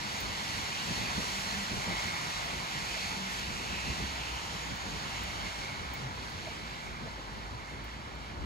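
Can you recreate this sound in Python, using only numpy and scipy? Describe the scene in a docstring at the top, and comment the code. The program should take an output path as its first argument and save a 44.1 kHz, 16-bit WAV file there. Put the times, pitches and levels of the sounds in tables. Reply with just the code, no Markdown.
"""A park beside a wet road. Passing tyres roar and the water they throw hisses, duller as the cars
draw away; single tyres whistle or sizzle out of the stream. Engines drone underneath, their firing
tones smeared by echoes from the trees. Eddies of a light wind rumble on the two microphone ports.
Close by, a few drips tick with a snap and a thin ring, and soft knocks sound."""
import sys
import numpy as np
from scipy import signal
from scipy.fft import rfft, irfft, next_fast_len
from scipy.io import wavfile
from scipy.ndimage import uniform_filter1d, map_coordinates

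SR = 44100
rng = np.random.default_rng(int(sys.argv[2]) if len(sys.argv) > 2 else 0)


def unload_wav(signal):
    """Save mono or channel-first audio to the path in sys.argv[1] as 16-bit WAV at rate SR, clipped to [-1, 1]."""
    wavfile.write(
        sys.argv[1],
        SR,
        np.round(np.clip(np.atleast_2d(signal).T, -1, 1) * 32767).astype(np.int16),
    )


N = 372644

# Stereo image of the tyre noise: phase, likeness and balance between left and right.
# Each row: frequency in Hz, left phase lead in rad, coherence, left minus right level in dB.
TYRE_IMAGE = [(350, -0.3, 0.58, 0.1), (550, 2.0, 0.52, 2.9), (800, 1.8, 0.48, 2.8), (1050, 2.1, 0.78, -0.3),
              (1500, 3.4, 0.66, -4.0), (2300, 6.0, 0.8, -3.4), (3000, 7.8, 0.74, 0.3),
              (3500, 9.5, 0.25, -1.1), (4000, 12.0, 0.68, -1.2), (4500, 12.6, 0.7, -1.8),
              (5300, 15.0, 0.5, 0), (5900, 17.3, 0.25, -1.5), (6600, 18.9, 0.78, -2.1),
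              (7200, 18.5, 0.6, -1.5), (8100, 17.5, 0.55, 0.3), (9000, 15.7, 0.7, 0), (11000, 12.6, 0.6, 0),
              (13100, 9.4, 0.7, 0), (15200, 6.3, 0.5, 0)]


def amp(db):
    """Decibels to gain."""
    return 10 ** (np.asarray(db) / 20)


def unit(pair):
    """Stereo pair scaled to a mid signal of rms 1."""
    return pair / np.sqrt(np.mean(pair.mean(0) ** 2) + 1e-20)


def along(rows, hz):
    """Columns of a frequency table, read at hz on a log axis."""
    row_hz, *columns = np.transpose(rows)
    return [np.interp(np.log(hz + 1), np.log(row_hz), column) for column in columns]


def curves(rows):
    """Columns of a time table, one value per sample."""
    row_s, *columns = np.transpose(rows)
    return [np.interp(np.arange(N) / SR, row_s, column) for column in columns]


def wobble(rate_hz):
    """Smooth random curve, rate_hz knots a second."""
    knots = rng.standard_normal(int(N * rate_hz / SR) + 4)
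    return map_coordinates(knots, [np.arange(N) * rate_hz / SR])


def swell(peak_s, half_length_s):
    """Gaussian envelope, 1 at peak_s."""
    return np.exp(-np.minimum(((np.arange(N) / SR - peak_s) / half_length_s) ** 2, 20))


def filtered(x, response):
    """x through a complex response, given as a function of Hz."""
    size = next_fast_len(N + SR // 4)
    return irfft(rfft(x, size) * response(np.fft.rfftfreq(size, 1 / SR)), size)[..., :N]


def low_cut(x, corner_hz):
    """Fourth-order high-pass, zero phase."""
    return filtered(x, lambda hz: 1 / np.sqrt(1 + (corner_hz / (hz + 1)) ** 8))


def split(x, edges_hz):
    """Adjacent bands that sum to x, lowest first."""
    bands = []
    for edge_hz in edges_hz:
        bands.append(filtered(x, lambda hz: 1 / (1 + (hz / edge_hz) ** 16)))
        x = x - bands[-1]
    return bands + [x]


def blend(pair, coherence):
    """Two independent noises mixed to a coherence, given as a function of Hz."""
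    def shares(hz):
        angle = np.arccos(np.clip(coherence(hz), 0, .98)) / 2
        return np.array([np.cos(angle), np.sin(angle)])
    mid, side = filtered(pair, shares)
    return np.array([mid + side, mid - side])


def patchy_noise(depth_db):
    """Two independent noises sharing random gain patches in time and frequency."""
    spectra = signal.stft(rng.standard_normal((2, N)), nperseg=512)[2]
    patches = uniform_filter1d(rng.standard_normal(spectra.shape[1:]), size=3, axis=0)
    patches = uniform_filter1d(patches, size=14, axis=1)
    return signal.istft(spectra * amp(depth_db * patches / patches.std()), nperseg=512)[1][:, :N]


def narrow_noise(centre_hz, width_hz):
    """Complex narrowband noise; the centre may glide."""
    sway = filtered(rng.standard_normal((2, N)), lambda hz: np.exp(-(hz / width_hz) ** 2))
    baseband = (sway[0] + 1j * sway[1]) / sway.std()
    return baseband * np.exp(2j * np.pi * np.cumsum(centre_hz * np.ones(N)) / SR)


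def tyres():
    """Tread roar, ring of the horn-shaped tyre-road wedge, hiss and spray; distance dulls the top."""
    # Tyres on wet asphalt. Each row: frequency in Hz, relative density in dB.
    spectrum = [(450, -7), (700, 0), (930, 3.5), (1120, 0.8), (1400, 0.4), (1800, -2.5), (2200, -3.5),
                (2700, -7), (3150, -5), (3600, -7), (4300, -5.5), (4950, -9), (5450, -6), (5950, -10),
                (6700, -9), (8000, -17), (11500, -21.5), (15500, -32)]
    # Passing cars, loud when near. Each row: time in seconds, relative hiss level in dB.
    passes = [(0.0, -44.5), (0.3, -44), (0.8, -43.5), (1.08, -43), (1.35, -42.5), (1.65, -44.5),
              (1.92, -43.5), (2.35, -43.5), (2.6, -44.5), (3.08, -44), (3.24, -45), (3.72, -44.7),
              (4.3, -46), (4.8, -47.5), (5.38, -47), (6.1, -50.5), (6.65, -50.5), (7.1, -53.3),
              (8.45, -55.5)]
    # All cars, near and far. 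Each row: time in seconds, relative tread roar level in dB.
    stream = [(0.0, -46.5), (0.9, -45.7), (1.1, -45), (1.55, -46), (1.95, -44), (2.6, -46), (3.5, -47.5),
              (4.15, -47), (4.6, -48), (5.4, -47), (6.1, -49), (7.0, -51), (7.95, -52), (8.45, -50.5)]
    # Cars straight ahead, no delay between ports. Each row: time in seconds, share of the power.
    frontal = [(0, 0.035), (3.7, 0.018), (4.5, 0.24), (5.2, 0.16), (5.8, 0.13), (6.6, 0.061), (8.45, 0.17)]
    sides = np.array([[.5], [-.5]])
    aside = blend(patchy_noise(depth_db=0.9), lambda hz: along(TYRE_IMAGE, hz)[1])
    # A phase offset between left and right sets the noise off centre.
    aside = filtered(aside, lambda hz: np.exp(1j * sides * along(TYRE_IMAGE, hz)[0]))
    ahead = blend(rng.standard_normal((2, N)), lambda hz: 0.18 / (1 + (hz / 4000) ** 8))
    share = curves(frontal)[0]
    road = np.sqrt(1 - share) * aside + np.sqrt(share) * ahead
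    road = filtered(road, lambda hz: amp(along(spectrum, hz)[0] + sides * along(TYRE_IMAGE, hz)[2]))
    water_film_db = 0.43 * wobble(11)
    mid_distance_db = -46
    near_db = curves(passes)[0] - mid_distance_db + water_film_db
    tread, horn, hiss, spray = split(road, edges_hz=[1800, 2520, 5000])
    out = amp(0.24 + curves(stream)[0]) * unit(tread)
    for band, base_db, slope in [(horn, -48.5, 0.87), (hiss, -46.5, 1.04), (spray, -51.5, 1.33)]:
        surge_db = 0.48 * wobble(13)
        out += amp(base_db + slope * near_db + surge_db) * unit(band)
    return low_cut(out, corner_hz=430)  # tyres make little bass


def engine(rows, waver_hz, flicker_db, octave_db, echo_db, echo_width_hz):
    """Far engine: firing tone and octave, made unsteady by the air, smeared by echoes from trees."""
    firing_hz, level_db = curves(rows)
    phase = 2 * np.pi * np.cumsum(firing_hz + waver_hz * wobble(18)) / SR
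    tone = np.sqrt(2) * (np.sin(phase) + amp(octave_db) * np.sin(2 * phase))
    echoes = amp(echo_db) * narrow_noise(firing_hz, echo_width_hz).real
    return amp(level_db + flicker_db * wobble(8.6)) * (tone + echoes)


def engines():
    """Engines pulling in traffic over the low drone of a heavy one."""
    # Each row of both: time in seconds, firing tone in Hz, relative level in dB.
    pulling = [(0, 203, -58), (0.4, 200, -50), (0.75, 207, -61), (0.95, 214, -45), (1.15, 205, -50),
               (1.3, 200.2, -51), (1.58, 196.7, -46), (1.95, 172, -61), (2.27, 157.3, -47.5),
               (2.55, 157, -54), (2.82, 188, -54), (2.95, 189.5, -55), (3.2, 187.4, -52), (3.38, 183, -46),
               (3.5, 179, -56), (5.3, 111, -65), (5.85, 123.9, -58), (6.06, 130.4, -47),
               (6.25, 124.8, -58.5), (6.6, 129.7, -65)]
    drone = [(0, 55.7, -59), (2.7, 47.1, -58), (3.2, 51.9, -53), (3.65, 61.95, -51), (3.95, 64.7, -47.5),
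             (4.35, 63.9, -49), (4.6, 60.35, -52), (5.25, 56.1, -45.5), (5.55, 57.7, -64), (5.9, 62.1, -45),
             (6.15, 62.1, -49), (6.6, 58, -56), (7.3, 52, -45.5), (7.8, 55, -51), (8.45, 54.8, -48)]
    cars = engine(pulling, waver_hz=3.05, flicker_db=2.5, octave_db=-19.0, echo_db=-2, echo_width_hz=24)
    heavy = engine(drone, waver_hz=1.44, flicker_db=3.0, octave_db=-13.5, echo_db=-7, echo_width_hz=10)
    return cars + heavy


def wind():
    """Eddies on the ports: large ones rumble, smaller ones buffet and flutter; puffs add power."""
    # Wind noise. Each row: frequency in Hz, relative density in dB.
    spectrum = [(20, -42), (32, -7), (42, -12), (55, 0.5), (75, -1.5), (100, 0), (140, 0), (200, -1),
                (300, -7.5), (450, -10), (650, -14), (1200, -79)]
    # Likeness at the two ports. Each row: frequency in Hz, coherence.
    coherence = [(50, 0.73), (200, 0.68), (300, 0.76), (500, 0.081)]
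    # Puffs over the breeze. Each row: peak time and half length in seconds, rumble and buffet in dB.
    puffs = [(0.0, 0.038, -46, -66), (0.25, 0.05, -54, -54), (0.577, 0.063, -47, -47),
             (0.91, 0.035, -47, -40), (1.017, 0.042, -55, -41), (1.184, 0.04, -44.5, -40.5),
             (1.29, 0.03, -48, -46), (1.39, 0.02, -55, -49), (1.548, 0.044, -54, -63),
             (1.725, 0.025, -46, -38), (1.78, 0.025, -47, -40.5), (1.897, 0.037, -59, -44),
             (2.063, 0.032, -50, -44.5), (2.266, 0.053, -55, -52), (2.823, 0.035, -53, -49.5),
             (3.103, 0.06, -47, -56), (3.2, 0.03, -50, -47), (3.523, 0.077, -49, -47),
             (3.7, 0.04, -51, -45.5), (3.89, 0.053, -48, -43), (4.016, 0.051, -45.5, -43.5),
             (4.199, 0.05, -52, -51), (4.722, 0.028, -47.5, -46), (4.963, 0.07, -50, -46.5),
             (5.279, 0.25, -52, -51), (5.824, 0.057, -48, -50), (6.064, 0.09, -56, -52),
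             (6.864, 0.065, -49, -51), (7.005, 0.077, -57, -49), (7.449, .15, -49, -61),
             (8.44, 0.073, -42, -51)]
    breeze_rumble_db, breeze_buffet_db, breeze_flutter_db, calming_db_per_s = -53.5, -50, -55, 0.1
    air = blend(rng.standard_normal((2, N)), lambda hz: along(coherence, hz)[0])
    air = filtered(air, lambda hz: amp(along(spectrum, hz)[0]))
    rumble, buffet, flutter = split(air, edges_hz=[90, 280])
    rumble_gain = amp(breeze_rumble_db)
    buffet_gain = amp(breeze_buffet_db - calming_db_per_s * np.arange(N) / SR)
    for peak_s, half_length_s, rumble_db, buffet_db in puffs:
        puff = swell(peak_s, half_length_s)
        rumble_gain = np.hypot(rumble_gain, amp(rumble_db) * puff)
        buffet_gain = np.hypot(buffet_gain, amp(buffet_db) * puff)
    flutter_gain = amp(breeze_flutter_db) * np.sqrt(buffet_gain / amp(breeze_buffet_db))
    eddies = rumble_gain * unit(rumble) + buffet_gain * unit(buffet) + flutter_gain * unit(flutter)
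    return amp(1.5 * wobble(22)) * eddies


def drips(ring_width_hz, snap_s, snap_cut_hz):
    """Each drip lands with a dry, broad snap and leaves a thin, very high ring."""
    # Each row: start in seconds, snap in dB, ring in dB, ring pitch in Hz, ring T60 in seconds.
    landings = [(0.203, -44, -47, 15100, .09), (1.301, -57, -57, 15400, .06), (2.441, -58, -58, 15300, .08),
                (3.398, -51, -60, 13200, 0.026), (4.288, -55, -66, 9500, .02),
                (4.756, -58, -58, 15300, .08), (5.236, -47, -54, 15300, 0.021),
                (5.937, -46, -48, 15300, 0.075), (6.299, -59, -66, 15600, 0.055),
                (7.841, -59, -58, 15100, 0.065), (8.151, -63, -68, 14300, .03)]
    snap_gain, rings = np.zeros(N), np.zeros(N)
    for start_s, snap_db, ring_db, ring_hz, t60_s in landings:
        age_s = np.arange(N) / SR - start_s
        snap_gain += amp(snap_db) * swell(start_s + snap_s, snap_s)
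        decay_db = np.minimum(60 * abs(age_s) / t60_s, 100)
        rings += (age_s > 0) * amp(ring_db - decay_db) * narrow_noise(ring_hz, ring_width_hz).real
    crack = blend(rng.standard_normal((2, N)), lambda hz: np.full(hz.shape, 0.5))
    return rings + snap_gain * unit(low_cut(crack, snap_cut_hz))


def tyre_whistles(pan_right_db, spurt_db):
    """Single tyres whistle or sizzle past, in spurts as they meet more or less water."""
    # Each row: peak time and half length in seconds, centre and width in Hz, relative level in dB.
    whistles = [(0.787, 0.045, 2900, 350, -45), (1.07, 0.048, 2500, 330, -42), (0.8, 0.12, 4390, 260, -51),
                (1.1, 0.091, 4380, 256, -48), (1.51, 0.055, 4210, 260, -47), (2.04, 0.2, 2160, 240, -41.5),
                (2.45, .22, 2200, 280, -47), (2.96, 0.27, 2453, 420, -47.5), (3.0, 0.21, 4400, 300, -50.5),
                (3.8, 0.33, 2597, 300, -46), (4.301, 0.25, 2734, 600, -48), (5.25, 0.41, 2950, 400, -51.5),
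                (4.75, 0.72, 6700, 298.4, -58), (5.144, 0.064, 2200, 150, -50.5),
                (5.48, 0.08, 2200, 149.3, -47), (5.719, 0.17, 2215, 160, -48),
                (5.96, 0.071, 2210, 150, -49.5), (6.8, 0.25, 2227, 165, -51.5),
                (7.9, 0.99, 2163, 180.3, -59)]
    out = np.zeros((2, N))
    for peak_s, half_length_s, centre_hz, width_hz, level_db in whistles:
        lead_rad = np.array([[.5], [-.5]]) * along(TYRE_IMAGE, centre_hz)[0]
        whistle = (narrow_noise(centre_hz, width_hz) * np.exp(1j * lead_rad)).real
        out += amp(level_db) * swell(peak_s, half_length_s) * whistle
    return out * amp(np.array([[-1], [1]]) * pan_right_db + spurt_db * wobble(24))


def knocks():
    """Soft contacts with no sharp edge: brief swells of a dull resonance."""
    # Each row: time in seconds, relative peak in dB, pitch and width in Hz, half length in seconds.
    contacts = [(1.877, -39.5, 476, 330, 0.0052), (2.97, -46, 610, 61.4, 0.0063),
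                (6.481, -45, 675, 65, 0.01), (7.072, -44, 432, 332, 0.016), (7.19, -46.5, 429, 217, 0.011)]
    out = np.zeros(N)
    for peak_s, peak_db, pitch_hz, width_hz, half_length_s in contacts:
        knock = swell(peak_s, half_length_s) * narrow_noise(pitch_hz, width_hz).real
        out += amp(peak_db) * knock / np.abs(knock).max()
    return out


def scene():
    """Traffic, wind and small close sounds, in stereo."""
    traffic = tyres() + tyre_whistles(pan_right_db=2.0, spurt_db=1.9) + amp(-3.5) * engines()
    ticking = drips(ring_width_hz=480, snap_s=0.0018, snap_cut_hz=7500)
    return traffic + wind() + ticking + amp(7.0) * knocks()


def record(dry):
    """Brick-wall band limit of the recorder."""
    top_hz = 15750
    return filtered(dry, lambda hz: hz < top_hz)


dry = scene()
out = record(dry)
unload_wav(out)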